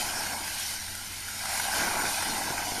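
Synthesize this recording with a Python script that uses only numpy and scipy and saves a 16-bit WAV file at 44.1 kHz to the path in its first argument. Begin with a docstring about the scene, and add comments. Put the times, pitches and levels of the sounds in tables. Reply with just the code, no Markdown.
"""Hissing spray and pattering drops fall on flooded grass while a young elephant walks through the water.
Fine drops are dense random ticks and ringing bubbles over noise; big drops, streams and slosh ring lower.
Slaps and spits are short noise bursts, and sheets of water off the animal are swells of dense splatter.
Behind it, two wandering sine tones drone far away and low noise is a light wind on the microphone."""
import sys
import numpy as np
from scipy import signal
from scipy.fft import rfft, irfft, next_fast_len
from scipy.io import wavfile

SR = 44100
rng = np.random.default_rng(int(sys.argv[2]) if len(sys.argv) > 2 else 0)


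def master_out(mix):
    """Clip the mix to full scale and print it as 16-bit PCM to the path in sys.argv[1]."""
    frames = np.transpose(np.atleast_2d(mix))
    ceiling = np.clip(frames, -1, 1)
    pcm = np.round(ceiling * 32767).astype(np.int16)
    wavfile.write(sys.argv[1], SR, pcm)


N = 123479  # length in samples

# Loudness of each steady layer before its trim. Each row: time in seconds, level in dB.
SPRAY_LEVEL = [(0, -33), (0.14, -36), (0.23, -35.5), (0.32, -37), (0.41, -38), (0.48, -36), (0.56, -36.5),
               (0.7, -34.5), (0.78, -38.5), (1.0, -40), (1.39, -38), (1.55, -32.5), (1.69, -34),
               (1.79, -31.5), (1.96, -34.5), (2.14, -32.5), (2.3, -34.5), (2.46, -36), (2.62, -37),
               (2.8, -34)]
PATTER_LEVEL = [(0, -42.5), (0.15, -38.5), (0.33, -40.5), (0.55, -48.5), (0.75, -45), (0.85, -51),
                (1.05, -47), (1.25, -50.5), (1.4, -43), (1.5, -40), (1.68, -40.5), (1.83, -30), (1.93, -36),
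                (2.06, -36), (2.13, -39), (2.6, -39.5), (2.68, -47.5), (2.8, -42)]
POUR_LEVEL = [(0, -40), (0.36, -39.5), (0.43, -43), (0.62, -48), (1.0, -53), (1.25, -54), (1.39, -49),
              (1.46, -42), (1.54, -37), (1.61, -41.5), (1.69, -36.5), (1.78, -36), (1.92, -36.5),
              (2.0, -32.5), (2.14, -38), (2.42, -36), (2.8, -39.5)]
SLOSH_LEVEL = [(0.0, -40.5), (0.02, -47.5), (0.3, -45.5), (0.61, -56.5), (1.28, -56.5), (1.72, -49.5),
               (1.79, -36.5), (1.85, -38), (1.91, -42), (2.07, -37), (2.15, -53), (2.32, -39.5),
               (2.37, -43), (2.49, -41), (2.55, -43.5), (2.66, -45), (2.8, -41)]
WIND_LEVEL = [(0, -54), (0.2, -54.5), (0.34, -55.5), (0.5, -56), (0.8, -57.5), (1.3, -58.5), (1.7, -56),
              (1.85, -52.5), (2.2, -55), (2.45, -54.5), (2.6, -52.5), (2.8, -57)]
# Trims added to those levels, in dB
SPRAY_TRIM_DB, PATTER_TRIM_DB, POUR_TRIM_DB, SLOSH_TRIM_DB, WIND_TRIM_DB = 1.5, -0.5, 0, -2, 6

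# Tone colour of each layer, before scaling to unit power. Each row: frequency in Hz, filter gain in dB.
SPRAY_COLOUR = [(750, -20), (950, -6.5), (1180, -15), (1350, -7), (1570, -4), (1790, -5.5), (1970, 1.5),
                (2170, 0.5), (2400, -2.5), (2750, -4.5), (3020, 0), (3350, -5.5), (3620, -2.5),
                (3800, -3.5), (4050, -1.5), (4700, -0.5), (5550, 0), (6050, -.5), (6300, -3.5),
                (7000, -1.5), (7800, -9), (8350, -3), (9100, -0.5), (9900, -2), (10800, -6.5),
                (12300, -6.5), (14000, -9.5)]
PATTER_COLOUR = [(900, -45), (1200, -9), (1350, -0.5), (1580, 4.5), (1680, -3), (1790, -14), (2000, -10),
                 (2200, -12.5), (2500, -4), (2800, -38), (5000, -47)]
POUR_COLOUR = [(350, -9), (500, -13), (580, -6.5), (660, 0), (840, 4.5), (1000, 0), (1170, -8), (1500, -36)]
SLOSH_COLOUR = [(70, 0), (130, -6.5), (220, 2.5), (320, 2.5), (400, -2), (480, -3), (600, -5), (1000, -6)]
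WIND_COLOUR = [(10, 4), (25, -12), (48, -6.5), (70, -9.5), (110, -10), (160, -14.5), (400, -33)]
SLAP_COLOUR = [(400, -58), (650, -24), (850, 2.5), (1200, -12.5), (1550, 5), (1800, -6), (2200, 0),
               (3000, -34), (6000, -10), (14000, -26)]
SPIT_COLOUR = [(3000, -18), (6000, -3), (9500, 1), (14000, -13)]
SHEET_COLOUR = [(450, -16), (600, 6), (720, 2), (900, -2), (1100, 5), (1220, 0), (1380, 0), (1580, 6),
                (1800, -1.5), (2050, -4), (2450, 1), (2750, -20), (5000, -27)]

# Far drone. Each row: pitch in Hz, level in dB, both before the wander.
DRONE_TONES = [(90.5, -54.5), (210.5, -61)]
# Single slaps of water. Each row: start in seconds, splash strength in dB before the envelope,
# low body relative to the splash in dB, decay time constant in seconds.
SLAPS = [(0.265, -28.5, -17, 0.006), (0.319, -33.5, -1, 0.0084), (.478, -30, -22, 0.0075),
         (.708, -30, -22, .004), (0.879, -35, -22, 0.0054), (1.278, -31.5, -31, 0.0076),
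         (1.454, -23, -22, 0.0042), (1.501, -30, -26, .005), (1.575, -25, -14, 0.0058),
         (1.597, -21.5, -24, 0.0058), (1.679, -31, -12, 0.0078), (1.824, -28, -1, .006),
         (1.878, -28, -22, 0.0055), (1.999, -26, -3.5, 0.0067), (2.009, -27, -28, .005),
         (2.052, -24, -16, 0.0047), (2.063, -33, -17, 0.011), (2.204, -27, -24, 0.0047),
         (2.224, -21, -15, 0.0052), (2.279, -28, -22, 0.0045), (2.473, -39, -7, .006),
         (2.499, -32.5, 3, 0.012), (2.524, -31, -20, 0.0057), (2.578, -26, -31, 0.0085),
         (2.72, -39, 13, 0.004)]
# Brief spits of fine spray. Each row: start in seconds, strength in dB before the envelope.
SPITS = [(.597, -24), (.706, -32), (.951, -23.5), (1.031, -37), (1.202, -29), (1.540, -36), (1.573, -23),
         (1.599, -32), (1.781, -24), (2.102, -26), (2.281, -25)]
# Sheets of water bursting off the animal. Each row: start in seconds, peak level in dB, length in seconds.
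SHEETS = [(1.71, -36.5, 0.1), (1.782, -37, 0.13), (1.892, -34, 0.074), (1.945, -36.5, 0.064),
          (2.043, -37, .06)]

DRONE_WANDER, DRONE_SWING_DB = .022, 2.0  # spread of the wander: share of the pitch, level in dB
BURST_ATTACK_S = 0.0016  # rise time constant of slaps and spits
CUTOFF_HZ = 14000


def from_db(db):
    """Decibels to gain."""
    return 10 ** (np.asarray(db) / 20)


def rms_one(x):
    """Scale to unit power."""
    return x / np.sqrt(np.mean(x ** 2) + 1e-20)


def in_time(rows):
    """Draw a control curve through its points, at every sample."""
    return np.interp(np.arange(N) / SR, *np.transpose(rows))


def shaped(x, gain_at):
    """Filter by a gain given as a function of frequency."""
    size = next_fast_len(N + 8192)  # padded so that the filter does not wrap round
    hz = np.maximum(np.arange(size // 2 + 1) * SR / size, 1)
    return irfft(rfft(x, size) * gain_at(hz), size)[:N]


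def coloured(x, colour):
    """Filter to a tone colour that falls 12 dB per octave beyond its ends; unit power."""
    table_hz, table_db = np.transpose(colour)

    def gain_at(hz):
        inside = from_db(np.interp(np.log(hz), np.log(table_hz), table_db))
        ends = np.minimum(1, np.minimum(hz / table_hz[0], table_hz[-1] / hz)) ** 2
        return inside * ends

    return rms_one(shaped(x, gain_at))


def drift(per_s):
    """Slow random wander with spread 1: noise through two equal low-pass poles at per_s Hz."""
    step = 40  # worked out at every 40th sample, then joined by straight lines
    pole = np.exp(-2 * np.pi * per_s * step / SR)
    noise = rng.standard_normal(N // step + 2002)
    slow = signal.lfilter([1], [1, -2 * pole, pole * pole], noise)[2000:]  # skip the settling
    return np.interp(np.arange(N) / step, np.arange(len(slow)), rms_one(slow))


def impacts(per_s, spread_db):
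    """Random impacts of either sign: many small, a few large."""
    sizes = from_db(spread_db * np.minimum(rng.exponential(1, N), 4))
    signs = rng.choice([-1, 1], N)
    return sizes * signs * (rng.random(N) < per_s / SR)


def bubbles(per_s, spread_db, low_hz, high_hz, cycles, count=24):
    """Each impact rings a bubble at one of count pitches, down 60 dB after the given cycles."""
    hits = impacts(per_s, spread_db)
    dealt = rng.integers(0, count, N)  # which pitch each impact gets
    out = 0
    for k, hz in enumerate(np.geomspace(low_hz, min(high_hz, SR / 2 - 1), count)):
        radius = from_db(-60 * hz / (cycles * SR))
        angle = 2 * np.pi * hz / SR
        struck = hits * (dealt == k) + 1e-18
        ring = signal.lfilter([1, 0, -1], [1, -2 * radius * np.cos(angle), radius * radius], struck)
        out = out + hz * ring  # higher bubbles are weighted up
    return rms_one(out)


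def water(grains, wash_db, colour):
    """Near grains over the smooth noise wash of countless farther ones."""
    wash = from_db(wash_db) * rng.standard_normal(N)
    return coloured(rms_one(grains) + wash, colour)


def shimmer(x, depth_db, per_s, count):
    """Let narrow bands swell and fade each on their own, as the mix of drop sizes shifts."""
    size = next_fast_len(N)
    spectrum = rfft(x, size)
    place = np.arange(size // 2 + 1) * SR / size / CUTOFF_HZ * count  # frequency in band widths
    out = 0
    for k in range(count + 1):
        overlap = np.maximum(1 - np.abs(place - k), 0)  # triangular, crossfading with its neighbours
        band = irfft(spectrum * overlap, size)[:N]
        out = out + band * from_db(depth_db * drift(per_s))
    return rms_one(out)


def spray():
    """Fine drops tick and fizz on the wet ground, arriving in uneven gusts."""
    ticks = rms_one(impacts(6000, spread_db=2.5))
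    fizz = bubbles(1800, spread_db=2.0, low_hz=2047, high_hz=13000, cycles=16.0, count=56)
    hiss = water(ticks + fizz, wash_db=6.5, colour=SPRAY_COLOUR)
    hiss = shimmer(hiss, depth_db=3.0, per_s=9.2, count=100)
    return from_db(in_time(SPRAY_LEVEL) + SPRAY_TRIM_DB + 0.5 * drift(6.3)) * hiss


def patter():
    """Big drops smack on hide and puddle, ringing mid-pitched bubbles."""
    drops = bubbles(1100, spread_db=1.5, low_hz=1232, high_hz=2605, cycles=23.0)
    smack = water(drops, wash_db=4.5, colour=PATTER_COLOUR)
    smack = shimmer(smack, depth_db=2.0, per_s=3.1, count=100)
    return from_db(in_time(PATTER_LEVEL) + PATTER_TRIM_DB + 0.32 * drift(23)) * smack


def pour():
    """Falling streams churn the puddle into bubbles."""
    churn = bubbles(1000, spread_db=0.55, low_hz=508, high_hz=1174, cycles=18.3)
    return from_db(in_time(POUR_LEVEL) + POUR_TRIM_DB) * water(churn, wash_db=3.0, colour=POUR_COLOUR)


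def slosh():
    """Heavy lumps of water plop low and dull, as large bubbles that die within a few cycles."""
    plops = bubbles(800, spread_db=1.5, low_hz=147, high_hz=564, cycles=6.8)
    return from_db(in_time(SLOSH_LEVEL) + SLOSH_TRIM_DB) * water(plops, wash_db=-7.5, colour=SLOSH_COLOUR)


def drone():
    """A far drone of two sine tones whose pitch wanders together and whose levels swing apart."""
    bent_time = np.arange(N) / SR + np.cumsum(DRONE_WANDER * drift(6)) / SR
    out = 0
    for hz, db in DRONE_TONES:
        tone = np.sqrt(2) * np.sin(2 * np.pi * hz * bent_time)  # unit power
        out = out + from_db(db + DRONE_SWING_DB * drift(6.5)) * tone
    return out


def wind():
    """A light wind rumbles on the microphone as low noise."""
    rumble = coloured(rng.standard_normal(N), WIND_COLOUR)
    return from_db(in_time(WIND_LEVEL) + WIND_TRIM_DB) * rumble


def burst(start_s, decay_s):
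    """Envelope of one splash: a quick rise and an exponential fall."""
    age = np.maximum(np.arange(N) / SR - start_s, 0)
    return (1 - np.exp(-age / BURST_ATTACK_S)) * np.exp(-np.minimum(age / decay_s, 50))


def slaps():
    """Single slaps of water: short bursts of splash noise with a low body under them."""
    splash = coloured(rng.standard_normal(N), SLAP_COLOUR)
    body = coloured(rng.standard_normal(N), SLOSH_COLOUR)
    out = 0
    for start_s, db, body_db, decay_s in SLAPS:
        out = out + from_db(db) * burst(start_s, decay_s) * (splash + from_db(body_db) * body)
    return out


def spits():
    """Thin spits of spray: very short bursts of high noise."""
    fizz = coloured(rng.standard_normal(N), SPIT_COLOUR)
    return fizz * sum(from_db(db) * burst(start_s, decay_s=0.0022) for start_s, db in SPITS)


def sheets():
    """Each sheet swells and fades along half a sine as a broad, dense splatter."""
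    t = np.arange(N) / SR
    swells = 0
    for start_s, db, length_s in SHEETS:
        swells = swells + from_db(db) * np.sin(np.pi * np.clip((t - start_s) / length_s, 0, 1))
    ticks = rms_one(impacts(2500, spread_db=5.0))
    ringing = bubbles(1800, spread_db=3.0, low_hz=625, high_hz=2620, cycles=7.3)
    return swells * water(ticks + ringing, wash_db=-2.0, colour=SHEET_COLOUR)


def scene():
    """Mix all the water, the drone and the wind in mono."""
    steady_water = spray() + patter() + pour() + slosh()
    background = drone() + wind()
    splashes = slaps() + spits() + sheets()
    return (steady_water + background + splashes)[None]


def record(dry):
    """Cut the top off steeply with an elliptic low-pass."""
    return signal.sosfilt(signal.ellip(12, .2, 80, CUTOFF_HZ, fs=SR, output="sos"), dry)


dry = scene()
out = record(dry)
master_out(out)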